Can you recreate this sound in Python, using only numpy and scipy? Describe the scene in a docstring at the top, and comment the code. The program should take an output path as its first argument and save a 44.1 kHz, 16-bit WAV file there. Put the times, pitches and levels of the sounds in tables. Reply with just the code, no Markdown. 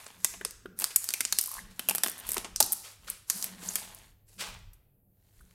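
"""Peeling film off an acrylic sheet

Protective film is peeled off an acrylic sheet above a work table, close to one microphone in a live room.
The glue parts in a sizzle of dense grains; taut film snaps, slack film crinkles and taps, as shaped noise bursts.
Buckling patches pop as clusters of sines, and the bent sheet drones as noise through its bending modes.
Loose film swishes in swells of noise, loudest as it is put aside. Air noise and a faint hum lie underneath."""
import sys
import numpy as np
from scipy import signal
from scipy.fft import rfft, irfft, next_fast_len
from scipy.io import wavfile
from scipy.ndimage import uniform_filter1d, map_coordinates

SR = 44100
rng = np.random.default_rng(int(sys.argv[2]) if len(sys.argv) > 2 else 0)


def store_wav(level_fs):
    """Save 16-bit WAV to argv[1]."""
    pcm = np.round(np.clip(np.atleast_2d(level_fs), -1, 1) * 32767)
    wavfile.write(sys.argv[1], SR, pcm.T.astype(np.int16))


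N = 244301


def amp(db):
    """Level law: decibels to amplitude gain."""
    return 10 ** (np.asarray(db) / 20)


def unit(x):
    """Normalisation: scale to rms 1."""
    return x / np.sqrt(np.mean(x ** 2) + 1e-20)


def along(points, hz):
    """Interpolation of (Hz, value) points on a logarithmic frequency axis."""
    point_hz, values = np.transpose(points)
    return np.interp(np.log(hz + 1), np.log(point_hz + 1), values)


def wobble(rate):
    """Slow random modulation: a smooth curve through random knots, rate of them a second."""
    return map_coordinates(rng.standard_normal(2048), [np.arange(N) * rate / SR], mode="wrap")


def filtered(x, response):
    """Linear filtering: the spectrum is multiplied by a response of frequency."""
    m = next_fast_len(len(x) + 8192)
    spectrum = rfft(x, m) * response(np.fft.rfftfreq(m, 1 / SR))
    return irfft(spectrum, m)[:len(x)]


def coloured(x, spectrum):
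    """Spectral shaping: x filtered by a (Hz, dB) curve, at rms 1."""
    return unit(filtered(x, lambda hz: amp(along(spectrum, hz))))


def add(track, s, sound):
    """Superposition: mix a sound in at time s."""
    i = int(np.clip(round(s * SR), 0, N - 1))
    track[i:i + len(sound)] += sound[:N - i]


def gesture(start, length, attack, t60, slack=0):
    """Movement envelope: rises up to its start, holds while slackening in dB per s, then decays exponentially."""
    t = np.arange(round((attack + length + t60) * SR)) / SR - attack
    rise = np.minimum(1 + t / attack, 1) ** 2
    hold = amp(-slack * np.clip(t, 0, length))
    decay = 1000. ** (-np.maximum(t - length, 0) / t60)
    gain = np.zeros(N)
    add(gain, start - attack, rise * hold * decay)
    return gain


def background(air_db=-70):
    """Stationary noise floor: coloured noise for room air and microphone hiss, phase-wavering sines for hum."""
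    # still air and hiss, relative spectrum: hz, level_db
    air_spectrum = [(18, -46), (30, -12.5), (98, -2), (145, -11), (199, -25), (273, -16), (740, -24.5),
                    (1010, -38.5), (5900, -55), (11700, -31), (13000, -24), (16000, -32.5)]
    # hum tones, rms: pitch_hz, level_db
    hum_tones = [(100.5, -72.5), (134.6, -79)]
    t = np.arange(N) / SR
    hum = np.zeros(N)
    for hz, db in hum_tones:
        hum += amp(db) * np.sqrt(2) * np.sin(2 * np.pi * hz * t + 0.2 * wobble(3))
    return hum + amp(air_db) * coloured(rng.standard_normal(N), air_spectrum)


def sheet(drone_trim_db=-2, rumble_trim_db=-1):
    """Forced plate vibration: noise excites resonant bending modes, and swaying pushes air as low noise."""
    # the pull bends the sheet: start_s, length_s, level_db (before the drone trim)
    bends = [(.17, .27, -60), (.65, 0.11, -56), (1.32, 0.048, -61), (1.59, 0.11, -56), (1.87, 0.042, -48.5),
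             (2.03, 0.042, -60.5), (2.29, .2, -58), (2.6, .06, -57), (3.02, 0.065, -63),
             (3.36, 0.33, -50.5), (3.76, 0.3, -64), (4.38, 0.12, -56), (4.98, .1, -71), (5.41, 0.15, -66)]
    # the sheet sways and pushes air: start_s, length_s, level_db (before the rumble trim)
    sways = [(.32, 0.27, -60), (1.34, .05, -62.5), (1.58, 0.11, -53.5), (2.25, 0.13, -53),
             (2.52, 0.14, -55), (2.97, .18, -60.5), (3.57, .8, -62.5), (4.5, 0.18, -50.5),
             (5.39, 0.066, -57)]
    # bending modes: pitch_hz, width_hz, relative level_db
    bending_modes = [(185, 8.9, -0.5), (239, 59, -17.5), (431.5, 190, -20.5)]
    # pushed air, relative spectrum: hz, level_db
    rumble_spectrum = [(11, -30.5), (18, -2), (38, 4.5), (65, -4), (103, -4.5), (140, -14), (180, -34),
                       (310, -120)]
    attack_s, release_t60_s = 0.052, 0.43
    held_drone_db, held_rumble_db = -78, -72  # floors while the sheet is only held, before the trims

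    def moved(rows):
        return sum(amp(db) * gesture(s, length, attack_s, release_t60_s) for s, length, db in rows)

    def plate(f):
        total = 0
        for k, (centre, width, db) in enumerate(bending_modes):
            damping = 1j * f * width
            total = total + (-1) ** k * amp(db) * damping / (centre ** 2 - f ** 2 + damping)
        return total / (1 + (f / 520) ** 4)  # the upper skirts roll off

    drone_level = np.hypot(amp(held_drone_db), moved(bends))
    rumble_level = np.hypot(amp(held_rumble_db), moved(sways))
    drone = unit(filtered(rng.standard_normal(N), plate))
    rumble = coloured(rng.standard_normal(N), rumble_spectrum)
    return drone_level * amp(drone_trim_db) * drone + rumble_level * amp(rumble_trim_db) * rumble


def grains(rate, spread_db, smooth):
    """Shot noise: tiny clicks of uneven size at random moments, over a share of smooth noise."""
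    sizes = amp(spread_db * np.minimum(rng.standard_normal(N), 2))
    clicks = (rng.random(N) < rate / SR) * rng.choice([-1, 1], N) * sizes
    return unit(unit(clicks) + smooth * rng.standard_normal(N))


def patchy(x, depth_db):
    """Time-varying colour of the flexing film: gains wander over frequency and time."""
    z = signal.stft(x, nperseg=512)[2]
    field = rng.standard_normal(z.shape)
    for _ in range(2):
        field = uniform_filter1d(uniform_filter1d(field, size=6, axis=0), size=9, axis=1)
    return unit(signal.istft(z * amp(depth_db * unit(field)), nperseg=512)[1][:N])


def pulling():
    """Stroke envelopes: the summed gains of sizzle and rubbing as the film parts and slides."""
    # strokes: start_s, length_s, rise_s, sizzle_db, rub_db (levels before trims), slackening_db_per_s
    pulls = [(.001, 0.52, .001, -50.5, -52, 53), (0.287, 0.049, 0.14, -45, -66.5, 38),
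             (0.813, 0.14, 0.057, -38.5, -46.5, 101), (1.019, .33, 0.021, -39.5, -54.5, 24),
             (1.377, 0.21, 0.045, -40.5, -62, 10.5), (1.58, 0.13, 0.11, -63, -55.5, 52.5),
             (1.823, .15, 0.15, -52.5, -56.5, 0), (2.164, 0.1, .02, -58, -53, -3),
             (2.279, .12, .06, -41.5, -48.5, 4), (2.667, 0.25, .02, -44, -65, 24),
             (3.065, 0.013, 0.12, -54, -58.5, -1), (3.313, 0.15, 0.056, -36.5, -51, 16),
             (3.464, 0.24, 0.022, -70, -55, 28), (3.683, 0.12, 0.14, -37, -48.5, 17),
             (3.822, 0.27, 0.016, -49.5, -51, 43.5), (4.291, 0.082, 0.0403, -59.5, -70, 2),
             (4.427, 0.14, 0.032, -68, -42, 74), (5.387, 0.17, .36, -65.5, -71, 25)]
    release_t60_s = .17
    strokes = np.array([gesture(s, length, rise, release_t60_s, slack)
                        for s, length, rise, _, _, slack in pulls])
    levels_db = [(sizzle_db, rub_db) for _, _, _, sizzle_db, rub_db, _ in pulls]
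    return amp(levels_db).T @ strokes


def peeling(sizzle_trim_db=-5, rub_trim_db=-2, flutter_db=1.0):
    """Adhesive fracture and friction: threads break in sizzle and crackle as film rubs; all waver with the pull."""
    # relative spectra of breaking glue, rubbing film and scattered crackles: hz, level_db
    sizzle_spectrum = [(1180, -36), (2000, -17), (2640, -22.5), (4150, -2.5), (4650, 1.5), (10500, 6),
                       (13400, 2), (16000, -16.5)]
    rub_spectrum = [(140, -39), (230, -7), (310, -11), (615, -3.5), (999, 0.5), (1260, -4.5), (1520, -1.5),
                    (2330, -4), (2570, -3), (3730, -4), (4500, -5.5), (5850, -32.5), (9900, -120)]
    crackle_spectrum = [(250, -13), (900, -10.5), (3000, -9), (7000, 9), (11500, -3.5), (15500, 1.5)]
    sizzle_level, rub_level = pulling()
    pull_db = flutter_db * wobble(45)
    sizzle = patchy(coloured(grains(rate=1200, spread_db=4, smooth=1), sizzle_spectrum), depth_db=1)
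    rub = patchy(coloured(grains(rate=400, spread_db=5, smooth=.8), rub_spectrum), depth_db=1.6)
    crackle = .35 * coloured(grains(rate=110, spread_db=5, smooth=0), crackle_spectrum)
    parting = sizzle_level * amp(sizzle_trim_db + pull_db)
    sliding = rub_level * amp(rub_trim_db + pull_db)
    return parting * sizzle + sliding * rub + np.hypot(parting, sliding) * crackle


def jolts(count=8):
    """Impulsive excitations: every tap, snap, crinkle and tick, listed with its level, decay and band balance."""
    # taut film snaps free, slack film creases, film and fingers tap the sheet, some taps dull, some bright:
    # start_s, level_db (over 5 ms), base_t60_s, body_db, sparkle_db (both against the crack band)
    snap_rows = [(.2458, -17.5, .015, -9, -1), (.4496, -25.5, .007, -9.5, -7.5),
                 (.5085, -41.5, .011, -10, 2), (.842, -21, .005, -10.5, -0.5), (.9602, -14.5, .02, -9, 12),
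                 (1.042, -31, .012, -11.5, 6.5), (1.0888, -25.5, .009, -13, -6.5),
                 (1.105, -31.5, .012, -8, 0), (1.138, -23.5, .012, -9, 0), (1.2064, -22.5, .014, -6.5, -1),
                 (1.2125, -31, .008, -7.5, -1.5), (1.251, -24, .013, -10.5, -14.5),
                 (1.3247, -21, .015, -9, -2), (1.3865, -18.5, .018, -13, -0.5),
                 (1.3935, -29.5, .006, -24, 1.5), (1.4118, -24.5, .012, -12.5, 13.5),
                 (2.5609, -26, .005, -18.5, -12.5), (2.603, -14, .017, -18, -3.5),
                 (2.607, -17.5, .022, -9.5, 8), (2.6263, -20, .013, -26.5, -5.5),
                 (2.7266, -24, .02, -23, 15), (3.2995, -19.5, .02, -13.5, -2.5),
                 (3.4258, -29.5, .005, -17, -2), (3.4424, -27, .008, -5.5, 9.5),
                 (3.7556, -22.5, .023, -6, 5), (3.9474, -43.5, .008, -25, 12), (4.733, -54, .05, -7, 10)]
    crinkle_rows = [(.7894, -30, .011, -4, 16), (.8096, -35, .008, -6.5, 3.5), (.8195, -30, .025, -1, 5),
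                    (1.7939, -29, .013, -2, 4), (1.887, -25, .009, -3, 3.5), (1.8957, -21.5, .014, -7.5, 6),
                    (1.91, -28, .009, -0.5, 7), (1.9495, -26, .014, 0.5, 10.5),
                    (1.9567, -26, .01, -9.5, 16), (1.9821, -29, .007, -8, 2.5),
                    (2.0349, -18.5, .018, -9, 4), (2.045, -28.5, .004, -5, 5), (2.0616, -27.5, .018, 7, 7),
                    (2.0736, -31, .004, -6.5, 10.5), (2.0833, -31, .004, -3.5, 3),
                    (2.2905, -27, .018, 0.5, 14.5), (2.3063, -35, .014, -13, 6),
                    (2.318, -26, .01, -9, 10.5), (2.3335, -34, .01, -13, 7.5), (2.3436, -29.5, .01, -9, 14),
                    (2.3686, -29.5, .016, 0, -5.5), (2.3801, -28.5, .009, -3, 1.5),
                    (3.1007, -27.5, .008, -8.5, 26.5)]
    tap_rows = [(.0646, -41.5, .018, -4, -33), (.1035, -50, 0.015, 7, -11), (.3384, -42.5, .033, 11, -6),
                (.4109, -43, 0.03, 17, 11), (.6584, -49, 0.019, 19.5, 10), (2.4454, -34, .06, 0, -17.5),
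                (5.4088, -60, 0.086, 3, 19)]
    # the film settles in fading runs of ticks: start_s, length_s, first level_db (before a random spread)
    tick_runs = [(0.799, .02, -33.5), (1.019, .07, -49), (1.428, .12, -31), (2.097, .03, -34.5),
                 (2.18, .03, -43), (2.2677, .07, -38.5), (2.642, .025, -31), (2.721, .015, -25.5)]
    # a large piece of film lets go and the sheet thumps: knock_db, body_db, sparkle_db (against the crack band)
    release_colour = (11, -7.5, -12.5)
    release_s, release_db, release_t60_s = 2.6045, -25, 0.027
    tick_gap_s, tick_fade_db_per_s, tick_spread_db = .017, 69.5, 2
    tick_t60_s = 0.014
    tick_colour = np.array([-9.5, -5.5, 18])  # mean knock, body and sparkle in dB against the crack band

    rows = [(release_s, release_db, release_t60_s, *release_colour)]
    # each kind has its own level of low knock, in dB against its body
    for table, knock_db in [(snap_rows, -11.5), (crinkle_rows, -3), (tap_rows, -1.5)]:
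        for s, db, t60, body_db, sparkle_db in table:
            rows.append((s, db, t60, body_db + knock_db, body_db, sparkle_db))
    for start, length, db in tick_runs:
        gaps = tick_gap_s * (.5 + rng.random(count))
        ages = np.cumsum(gaps) - gaps[0]
        for age, luck in zip(ages, tick_spread_db * rng.standard_normal((count, 4))):
            # ticks past the end of the run are silent
            level = db - tick_fade_db_per_s * age + luck[0] if age < length else -np.inf
            rows.append((start + age, level, tick_t60_s, *(tick_colour + luck[1:])))
    return rows


def snaps(events, ring_db=-25, ring_t60=0.14, slow_hz=900, lead_db=-25, lead_s=0.0017):
    """Impulse response of film: a jolt whose dense modes, as band noise, die fastest when high."""
    # knock, body, crack, sparkle: low_hz, high_hz
    film_bands = [(220, 1206), (1100, 3580), (4300, 9100), (8300, 14130)]
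    out, early = np.zeros(N), .008  # s by which each burst starts ahead of its jolt
    t = np.arange(4096) / SR - early
    after = np.maximum(t, 0)
    attack, jolt = 1 - np.exp(-after / .00015), .9 * np.exp(-after / .0004)
    lead = amp(lead_db) * np.exp(-np.abs(t) / lead_s)  # faint noise on both sides of the jolt
    ring = amp(ring_db) * 1000. ** (-after / ring_t60)
    filters = [signal.butter(3, band, "bandpass", fs=SR, output="sos") for band in film_bands]
    all_noises = rng.standard_normal((len(events), 4, len(t)))
    for (s, db, base_t60, knock_db, body_db, sparkle_db), noises in zip(events, all_noises):
        if np.isinf(db):
            continue
        shares = amp([knock_db, body_db, 0, sparkle_db])
        shares = shares / np.linalg.norm(shares)
        for (_, high_hz), sos, share, noise in zip(film_bands, filters, shares, noises):
            life = base_t60 * (1 + slow_hz / high_hz)  # low modes last longest
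            envelope = lead + attack * (jolt + 1000. ** (-after / life) + ring)
            burst = signal.sosfilt(sos, noise * envelope)
            burst *= np.sqrt(.005 * SR) / np.linalg.norm(burst)  # energy of 5 ms at rms 1
            add(out, s - early, amp(db) * share * burst)
    return out


def pops(split=0.11, side_db=-5, count=6):
    """Buckling instability: a patch swells within milliseconds and rings in a cluster of close modes."""
    # buckling patches: start_s, pitch_hz, level_db (envelope peak of the middle mode)
    patches = [(.412, 1740, -37.5), (.41, 410, -45), (.456, 432, -43.5), (.656, 398, -37.5),
               (.658, 1393, -38.5), (.961, 7960, -15), (1.139, 2420, -27.5), (1.207, 2280, -31),
               (1.326, 4280, -23), (1.581, 1710, -43), (1.59, 1860, -39), (1.795, 3070, -32),
               (1.888, 2790, -25), (1.8874, 11900, -15.5), (1.888, 666, -34), (1.909, 829, -30),
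               (1.909, 2730, -28), (2.035, 3500, -25.5), (2.035, 1786, -28.5), (2.367, 364, -33.5),
               (2.366, 1114, -33.5), (2.603, 861, -29), (3.082, 1430, -42.5), (3.628, 316, -42),
               (3.688, 6680, -23), (3.818, 815, -41), (4.3, 502.4, -62.5), (5.407, 1443, -53)]
    # one patch pops again and again; below 1, hurry crowds its pops together towards the end
    stutter_from_s, stutter_to_s, hurry = 1.479, 1.582, .68
    stutter_hz, stutter_db = 1064, -43
    # the exponential factor falls 80 dB in this time at 1 kHz; higher pops die sooner by this power of pitch
    decay_s, shortens = .017, 0.28
    stutter = stutter_from_s + (stutter_to_s - stutter_from_s) * np.linspace(0, 1, count) ** hurry
    rows = patches + [(s, stutter_hz, stutter_db) for s in stutter]
    out, t = np.zeros(N), np.arange(SR // 8) / SR
    for (s, hz, db), phases in zip(rows, rng.uniform(0, 2 * np.pi, (len(rows), 3))):
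        modes = np.sin(2 * np.pi * hz * np.outer([1 - split, 1, 1 + split], t) + phases[:, None])
        u = t * np.log(1e4) / decay_s * (hz / 1000) ** shortens
        swell = u * np.exp(1 - u)  # peaks at 1
        add(out, s, amp(db) * swell * (amp([side_db, 0, side_db]) @ modes))
    return out


def swishes():
    """Sliding friction: slack film moves over itself in short rushes of dense crinkles that rise and decay."""
    # rushes: start_s, level_db, rise_s, t60_s
    rushes = [(0.905, -41, 0.0026, 0.076), (1.701, -56.5, 0.0099, 0.16), (2.828, -46.5, 0.022, 0.4),
              (3.068, -43.5, 0.012, 0.39), (3.61, -47.5, 0.015, 0.12), (4.378, -38.5, 0.03, 0.41),
              (4.403, -37.5, 0.0067, 0.064), (5.508, -62, 0.0027, 0.032)]
    # relative spectrum: hz, level_db
    swish_spectrum = [(120, -41), (200, -20.5), (432, -7.5), (538, 0.5), (683, -12.5), (1180, -2),
                      (1910, -2.5), (2130, 0), (5420, -2), (6400, -4), (7540, -2.5), (10700, -8.5),
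                      (16000, -16.5)]
    level, t = np.zeros(N), np.arange(SR // 2) / SR
    for s, db, rise, t60 in rushes:
        decay = 1000. ** (-np.maximum(t - rise, 0) / t60)
        add(level, s, amp(db) * np.minimum(t / rise, 1) * decay)
    return level * coloured(grains(rate=2400, spread_db=0.5, smooth=1.0), swish_spectrum)


def table_echo(x, table_db=-15, table_s=0.0041):
    """Early diffuse reflection: the table throws back a quick, scattered echo."""
    lag = np.arange(2048) / SR - table_s
    echo = rng.standard_normal(len(lag)) * (lag > 0) * np.exp(-np.abs(lag) / .002)
    return amp(table_db) * signal.fftconvolve(x, echo / np.linalg.norm(echo))[:N]


def room(x, wet_db=-11, build_s=0.0063, count=5):
    """Reverberation: a noise tail swells, then decays by frequency; each of count equal spans has its own tail."""
    # decay time: hz, t60_s
    decay_curve = [(200, 0.61), (1500, 0.75), (6000, 0.55), (11000, 0.37), (16000, 0.46)]
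    # colour of the walls, on top of the wet level: hz, gain_db
    wall_colour = [(150, 2.5), (600, -4.5), (2500, -1), (6000, -0.5), (11000, -1), (15500, -10.5)]
    out = np.zeros(N)
    for part in np.array_split(np.arange(N), count):
        hz, t, z = signal.stft(rng.standard_normal(32768), SR, nperseg=256)
        decay = 1000. ** (-t / along(decay_curve, hz)[:, None])
        build = 1 - np.exp(-t / build_s)
        tail = signal.istft(z * decay * build, SR, nperseg=256)[1]
        add(out, part[0] / SR, signal.fftconvolve(x[part], tail / np.linalg.norm(tail)))
    return amp(wet_db) * filtered(out, lambda f: amp(along(wall_colour, f)))


def scene(count=3):
    """Directivity: snaps differ in each direction, so each wall gets its own; one microphone feeds both channels."""
    rustle = pops() + peeling() + swishes()
    events = jolts()
    directions = [snaps(events) + rustle for _ in range(count)]
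    walls = sum(room(film) for film in directions) / np.sqrt(count)
    direct = directions[0]
    mono = direct + table_echo(direct) + walls + sheet() + background()
    return np.array([mono, mono])


def record(dry, ceiling=1.0, top_hz=15950):
    """Saturation and band limiting: sharp peaks are rounded off, then a steep low-pass cuts the top."""
    soft = dry / (1 + np.abs(dry / ceiling) ** 4) ** (1 / 4)
    return np.array([filtered(side, lambda hz: 1 / np.sqrt(1 + (hz / top_hz) ** 120)) for side in soft])


dry = scene()
out = record(dry)
store_wav(out)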